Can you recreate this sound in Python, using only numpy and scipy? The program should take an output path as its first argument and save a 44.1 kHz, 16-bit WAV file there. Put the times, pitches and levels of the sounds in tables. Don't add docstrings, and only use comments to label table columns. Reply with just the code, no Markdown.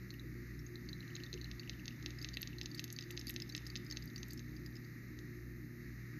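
import sys
import numpy as np
from scipy import signal
from scipy.fft import rfft, irfft, next_fast_len
from scipy.io import wavfile
from scipy.ndimage import uniform_filter1d

SR = 44100
rng = np.random.default_rng(int(sys.argv[2]) if len(sys.argv) > 2 else 0)


def dump(signal):
    limited = np.clip(np.atleast_2d(signal).T, -1, 1)
    pcm = np.round(limited * 32767).astype(np.int16)
    wavfile.write(sys.argv[1], SR, pcm)


N = 272979
TIME = np.arange(N) / SR


def undb(db):
    return 10 ** (np.asarray(db) / 20)


def add(track, s, sound):
    start = max(int(round(s * SR)), 0)
    part = sound[:max(N - start, 0)]
    track[start:start + len(part)] += part


def shape_db(points, size):
    hz, db = np.transpose(points)
    bins_hz = np.fft.rfftfreq(size, 1 / SR)
    return np.interp(np.log(bins_hz + 1), np.log(hz), db)


def colour(x, points, size=1024):
    cepstrum = irfft(np.log(undb(shape_db(points, size))))
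    cepstrum[1:size // 2] *= 2
    cepstrum[size // 2 + 1:] = 0
    impulse = irfft(np.exp(rfft(cepstrum)))
    return signal.fftconvolve(x, impulse)[:len(x)]


def noise(points):
    size = next_fast_len(N, True)
    spectrum = rfft(rng.standard_normal(size)) * undb(shape_db(points, size))
    return irfft(spectrum, size)[:N] * np.sqrt(SR / 2)


def walk(rate):
    hold = max(int(SR / rate), 1)
    steps = np.repeat(rng.standard_normal(N // hold + 1), hold)
    smooth = uniform_filter1d(uniform_filter1d(steps, hold), hold)[:N]
    return smooth / smooth.std()


def bubble(hz, decay_ms, rise, tear_ms=0.048, open_hz=7000, upper_ratio=1.6, upper_db=-6, rasp_db=-3, slow_ms=1.0):
    ms = np.arange(SR // 40) / SR * 1000
    pitch = np.minimum(hz * (1 + rise * ms / decay_ms), open_hz)
    phase = 2 * np.pi * np.cumsum(pitch) / SR
    attack = 1 - np.exp(-ms / tear_ms)
    fade = np.exp(-ms / decay_ms)
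    upper_mode = undb(upper_db) * np.sin(upper_ratio * phase)
    rasp = undb(rasp_db) * rng.standard_normal(len(ms))
    slowness = decay_ms ** 2 / (decay_ms ** 2 + slow_ms ** 2)
    return attack * fade * (np.sin(phase) + slowness * np.sqrt(fade) * (upper_mode + rasp))


def pops(cracks_db=-7.5, chirps_db=-5.5, rings_db=-4):
    out = np.zeros(N)

    # start_s, strength_db (relative), starting pitch_hz
    cracks = [(1.165, -18, 1900), (1.34, -17.5, 2600), (1.5143, -18, 2050), (1.696, -12, 2140),
              (1.8804, -12.5, 2180), (2.0612, -9.5, 2080), (2.246, -11.5, 2100), (2.371, -8, 1370),
              (2.4296, -10.5, 2020), (2.6137, -11, 2070), (2.7945, -10, 2100), (2.988, -11.5, 2110),
              (3.1063, -17, 1350), (3.1756, -12, 2100), (3.299, -13, 1340), (3.3628, -11, 2130),
              (3.5499, -9, 2030), (3.756, -11.5, 1900), (3.971, -12, 2240), (4.231, -17, 2490)]
    for s, db, hz in cracks:
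        add(out, s, undb(db + cracks_db) * bubble(hz, decay_ms=0.13, rise=0.78))

    # start_s, strength_db (relative)
    chirps = [(1.8565, -29), (2.0266, -34), (2.1057, -31), (2.288, -26), (2.474, -24), (2.6586, -21),
              (2.8413, -23), (2.879, -34), (2.9026, -28), (3.0247, -29.5), (3.213, -29), (3.4011, -25),
              (3.578, -24.5), (3.6555, -40), (3.7618, -22), (4.1, -41), (4.3937, -32), (5.1893, -35)]
    for s, db in chirps:
        chirp = bubble(2400, decay_ms=0.4, rise=1.35, tear_ms=0.096, open_hz=6750)
        add(out, s, undb(db + chirps_db) * chirp)

    # start_s, strength_db (relative), starting pitch_hz
    rings = [(0.105, -39, 4170), (0.1397, -45, 2740), (0.1954, -47, 3760), (0.5916, -50, 5280),
             (0.6638, -51.5, 6440), (.756, -42.5, 4030), (0.8887, -36, 4250), (.93, -39.5, 3900),
             (1.0052, -45.5, 4020), (1.0273, -49, 2810), (1.0783, -50, 4070), (1.1029, -48, 2840),
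             (1.152, -42, 4030), (1.153, -41.5, 6490), (1.201, -44, 2850), (1.236, -35, 4140),
             (1.2633, -46, 3530), (1.329, -35, 4110), (1.3762, -42, 2820), (1.4137, -38.5, 4220),
             (1.4437, -39, 4050), (1.4552, -47, 2800), (1.5957, -38, 4360), (1.6324, -46, 2780),
             (1.6757, -43.5, 2720), (1.7325, -46, 2870), (1.795, -44, 2650), (1.9075, -44, 2740),
             (2.1864, -43, 4850), (2.2147, -41, 4450), (2.225, -40, 4870), (2.334, -45, 4560),
             (2.3398, -37.5, 4580), (2.347, -46, 4600), (2.4114, -42, 4300), (2.5302, -44, 2720),
             (2.5844, -36.5, 4100), (2.6314, -44, 5060), (2.7146, -43, 4580), (2.746, -40, 4430),
             (2.7764, -45, 4900), (2.7814, -43, 4520), (2.963, -40.5, 4550), (3.0088, -38, 4850),
             (3.037, -46, 4550), (3.1243, -49, 4600), (3.1671, -45, 4770), (3.1934, -37.5, 5170),
             (3.27, -34, 4650), (3.28, -39.5, 4450), (3.287, -41, 4960), (3.4204, -32, 4940),
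             (3.4925, -46, 5270), (3.4977, -40, 3920), (3.5227, -44, 4460), (3.565, -42, 5050),
             (3.666, -39, 4930), (3.7006, -39.5, 4500), (3.7711, -39, 4820), (3.864, -47.5, 4840),
             (3.9006, -38.5, 4530), (3.911, -30.5, 5040), (3.9239, -34, 4300), (3.963, -49, 4180),
             (4.0236, -43, 4730), (4.076, -46.5, 4630), (4.1605, -33.5, 4580), (4.1796, -41.5, 5640),
             (4.306, -41.5, 4650), (4.322, -46, 4620), (4.3756, -45, 5200), (4.565, -49, 4670),
             (4.6614, -43.5, 4740), (4.7545, -48, 5000), (4.7663, -45.5, 4900), (4.846, -55, 4520)]
    base_ms, base_hz, base_db = 2.66, 4300, -38
    pitch_power, halving_db = 1.33, 18.5
    for s, db, hz in rings:
        decay_ms = base_ms * (hz / base_hz) ** pitch_power * 2 ** ((base_db - db) / halving_db)
        ring = bubble(hz, decay_ms, rise=0.039, tear_ms=0.17, upper_ratio=1.42, upper_db=-9.5, rasp_db=-2.5)
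        add(out, s, undb(db + rings_db) * ring)
    return out


def snaps(gain_db=2.0, swell_ms=0.69, decay_ms=0.94, rise=0.048, fizz_db=-17, fizz_ms=7, ragged=0.093):
    # start_s, strength_db (relative), middle pitch_hz, spray_db relative to the ring
    snap_list = [(.1393, -44, 11500, -19), (2.225, -47, 12400, 5), (2.37, -42.5, 11200, -1),
                 (2.4174, -26.5, 11940, -9), (2.748, -44.5, 10700, 8.5), (2.7979, -49, 12800, 9),
                 (2.8418, -33.5, 11650, -5), (2.926, -35, 10400, 3.5), (3.1094, -37.5, 13300, 2.5),
                 (3.1967, -41.5, 11200, -1), (3.2689, -33.5, 11100, -16), (3.281, -39, 11500, -6),
                 (3.2944, -29, 12100, -5), (3.3048, -30, 10600, -3), (3.3398, -54, 11200, 17.5),
                 (3.492, -45, 12700, 3.5), (3.5638, -42.5, 11300, 5), (3.67, -41.5, 12400, 3.5),
                 (3.847, -44, 12900, -2), (4.0397, -43, 12600, -17), (4.0563, -37, 12700, -13),
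                 (4.283, -40.5, 12900, -1.5), (4.3084, -39.5, 14200, 0.5), (4.3327, -40.5, 12100, 8),
                 (4.6647, -42, 12600, -25)]
    # frequency_hz, gain_db
    snap_colour = [(700, -33), (2000, -39), (4500, -8), (6500, 1), (9000, -16), (10500, -7), (12000, 1.5),
                   (14500, -15)]
    out = np.zeros(N)
    ms = np.arange(SR // 20) / SR * 1000
    fade = np.exp(-ms / decay_ms)
    burst = (1 - np.exp(-ms / swell_ms)) * fade
    for s, db, hz, spray_db in snap_list:
        pitch = hz * (1 + rise * (1 - 2 * fade))
        tear, droplets = rng.standard_normal((2, len(ms)))
        ring = burst * np.sin(2 * np.pi * np.cumsum(pitch * (1 + ragged * tear)) / SR)
        spiky = droplets * np.abs(droplets) / np.sqrt(3)
        spray = (burst + undb(fizz_db) * np.exp(-ms / fizz_ms)) * spiky
        add(out, s, undb(db + gain_db) * (ring + undb(spray_db) * spray))
    return colour(out, snap_colour)


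def grains(draws, low_hz, high_hz, short_ms, long_ms, gain_db, scatter_db):
    # time_s, strength_db of the faint bubbles (relative)
    froth_curve = [(0, -84), (.8, -56), (1.6, -55), (2.3, -54.5), (3.3, -54.5), (4.2, -53.5), (4.8, -59),
                   (5.3, -79), (6.2, -81)]
    out = np.zeros(N)
    for when, size, length, spread in draws:
        s = when * N / SR
        db = np.interp(s, *np.transpose(froth_curve)) + gain_db + scatter_db * (2 * spread - 1)
        hz = low_hz + (high_hz - low_hz) * size
        decay_ms = short_ms + (long_ms - short_ms) * length
        add(out, s, undb(db) * bubble(hz, decay_ms, rise=0.04))
    return out


def froth(count=440):
    draws = rng.random((count, 4))
    return grains(draws, low_hz=3460, high_hz=6320, short_ms=0.22, long_ms=0.61, gain_db=-2.0, scatter_db=0.5)


def gurgle(count=260):
    draws = rng.random((count, 4))
    pockets = grains(draws, low_hz=667, high_hz=963, short_ms=3.0, long_ms=8.1, gain_db=-18, scatter_db=8)
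    return signal.sosfilt(signal.butter(2, 1000, fs=SR, output="sos"), pockets)


def tub(x, variety_db=2.0, ring_ms=2.14):
    # delay_ms, gain (linear)
    walls = [(.77, 0.12), (1.08, 0.12), (1.99, .1), (3.01, 0.052)]
    # pitch_hz, peak_db relative to the sound before colouring
    air_modes = [(1890, 0.5), (2680, 2.5), (2980, -5), (3650, -1.5), (4030, 3.5), (4540, 2), (4990, 0),
                 (5280, -9), (6290, 5), (7400, 7.5), (8000, 12)]
    # frequency_hz, gain_db
    tub_colour = [(600, -11), (1200, -34.5), (1900, 0), (2400, -3.5), (3300, -3), (3900, -0.5), (5000, -4),
                  (5700, -1), (6400, 2.5), (7000, -7), (9500, -55.5), (11500, -10), (14500, -7.5)]
    out = x.copy()
    for ms, gain in walls:
        add(out, ms / 1000, gain * x)
    t = TIME[:SR // 40]
    fade = np.exp(-t * 1000 / ring_ms)
    for hz, db in air_modes:
        ring = 2 * np.cos(2 * np.pi * hz * t) * fade / fade.sum()
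        out += undb(db + variety_db * walk(22)) * signal.oaconvolve(x, ring)[:N]
    return colour(out, tub_colour)


def room(x, near_db=-10.5, near_s=0.0033, far_db=-15, far_s=0.089, build_s=0.0067):
    # frequency_hz, gain_db
    room_colour = [(1000, 11), (5000, -2.5), (8000, -17), (12000, -8)]
    t = TIME[:SR // 3]
    tails = []
    for db, decay_s in ((near_db, near_s), (far_db, far_s)):
        tail = rng.standard_normal(len(t)) * np.exp(-t / decay_s) * (1 - np.exp(-t / build_s))
        tails.append(undb(db) * tail / np.linalg.norm(tail))
    scatter, far = tails
    return x + signal.fftconvolve(x, scatter + colour(far, room_colour))[:N]


def bumps(push_s=0.012):
    # start_s, strength_db (relative), pitch_hz, decay_s
    bump_list = [(0.227, -56, 384, 0.021), (0.351, -54, 363, 0.015), (1.332, -44, 359, 0.016)]
    # multiple of the bump's pitch (ratio), level_db (relative)
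    tub_modes = [(1, 7.5), (1.12, 2), (1.3, -3)]
    out, t = np.zeros(N), TIME[:SR // 4]
    for s, db, hz, decay_s in bump_list:
        modes = sum(undb(mode_db) * np.sin(2 * np.pi * hz * ratio * t) for ratio, mode_db in tub_modes)
        envelope = (1 - np.exp(-t / push_s)) * np.exp(-t / decay_s)
        add(out, s, undb(db) * envelope * modes)
    return out


def motor(waver_db=0.4, drift=0.28):
    # pitch_hz, nominal width_hz, rms amplitude_db
    casing = [(151.3, 7, -57), (190, 5, -62.5), (239, 5, -60), (305.3, 6, -59.5), (351.8, 5, -59.5)]
    throb_hz, throb_db, throb_rate, throb_depth = 58.7, -58, 12, 0.57
    mains_hz, mains_db = 119.6, -52.5
    throb = undb(throb_db) * (1 + throb_depth * walk(throb_rate))
    out = np.sqrt(2) * throb * np.sin(2 * np.pi * throb_hz * TIME + drift * walk(7))
    out += np.sqrt(2) * undb(mains_db + waver_db * walk(10)) * np.sin(2 * np.pi * mains_hz * TIME)
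    for hz, width_hz, db in casing:
        phase = 2 * np.pi * hz * TIME
        band = walk(2 * width_hz) * np.sin(phase) + walk(2 * width_hz) * np.cos(phase)
        out += undb(db) * band / np.sqrt(2)
    return out


def fan(flutter_db=1.24):
    # frequency_hz, density_db per Hz
    rumble = [(20, -114), (40, -83.5), (80, -83), (110, -82.5), (160, -78), (215, -81.5), (280, -79),
              (360, -83.5), (410, -92.5), (500, -100), (700, -109), (1000, -114), (2000, -135)]
    # frequency_hz, density_db per Hz before the flutter
    hiss = [(800, -120), (1020, -111), (1240, -96.5), (1480, -100), (1870, -86), (2150, -91.5),
            (2600, -106), (3270, -121), (3950, -104), (5600, -108), (6500, -107), (7200, -113),
            (7800, -138)]
    # frequency_hz, density_db per Hz
    air = [(9600, -138), (10800, -112), (12400, -107), (14500, -112)]
    return noise(rumble) + undb(flutter_db * walk(9)) * noise(hiss) + noise(air)


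def whines(waver=.8):
    # pitch_hz, rms level_db
    whine_list = [(2493, -84.5), (2690, -85.5), (5400, -98), (6412, -83.5), (11097, -92.5)]
    return sum(np.sqrt(2) * undb(db) * np.sin(2 * np.pi * hz * TIME + waver * walk(12)) for hz, db in whine_list)


def scene():
    in_tub = tub(pops() + froth())
    crab = room(in_tub + snaps() + gurgle())
    mono = crab + bumps() + motor() + fan() + whines()
    return np.array([mono, mono])


def record(dry):
    return signal.sosfilt(signal.ellip(10, .2, 70, 14800, fs=SR, output="sos"), dry)


dry = scene()
out = record(dry)
dump(out)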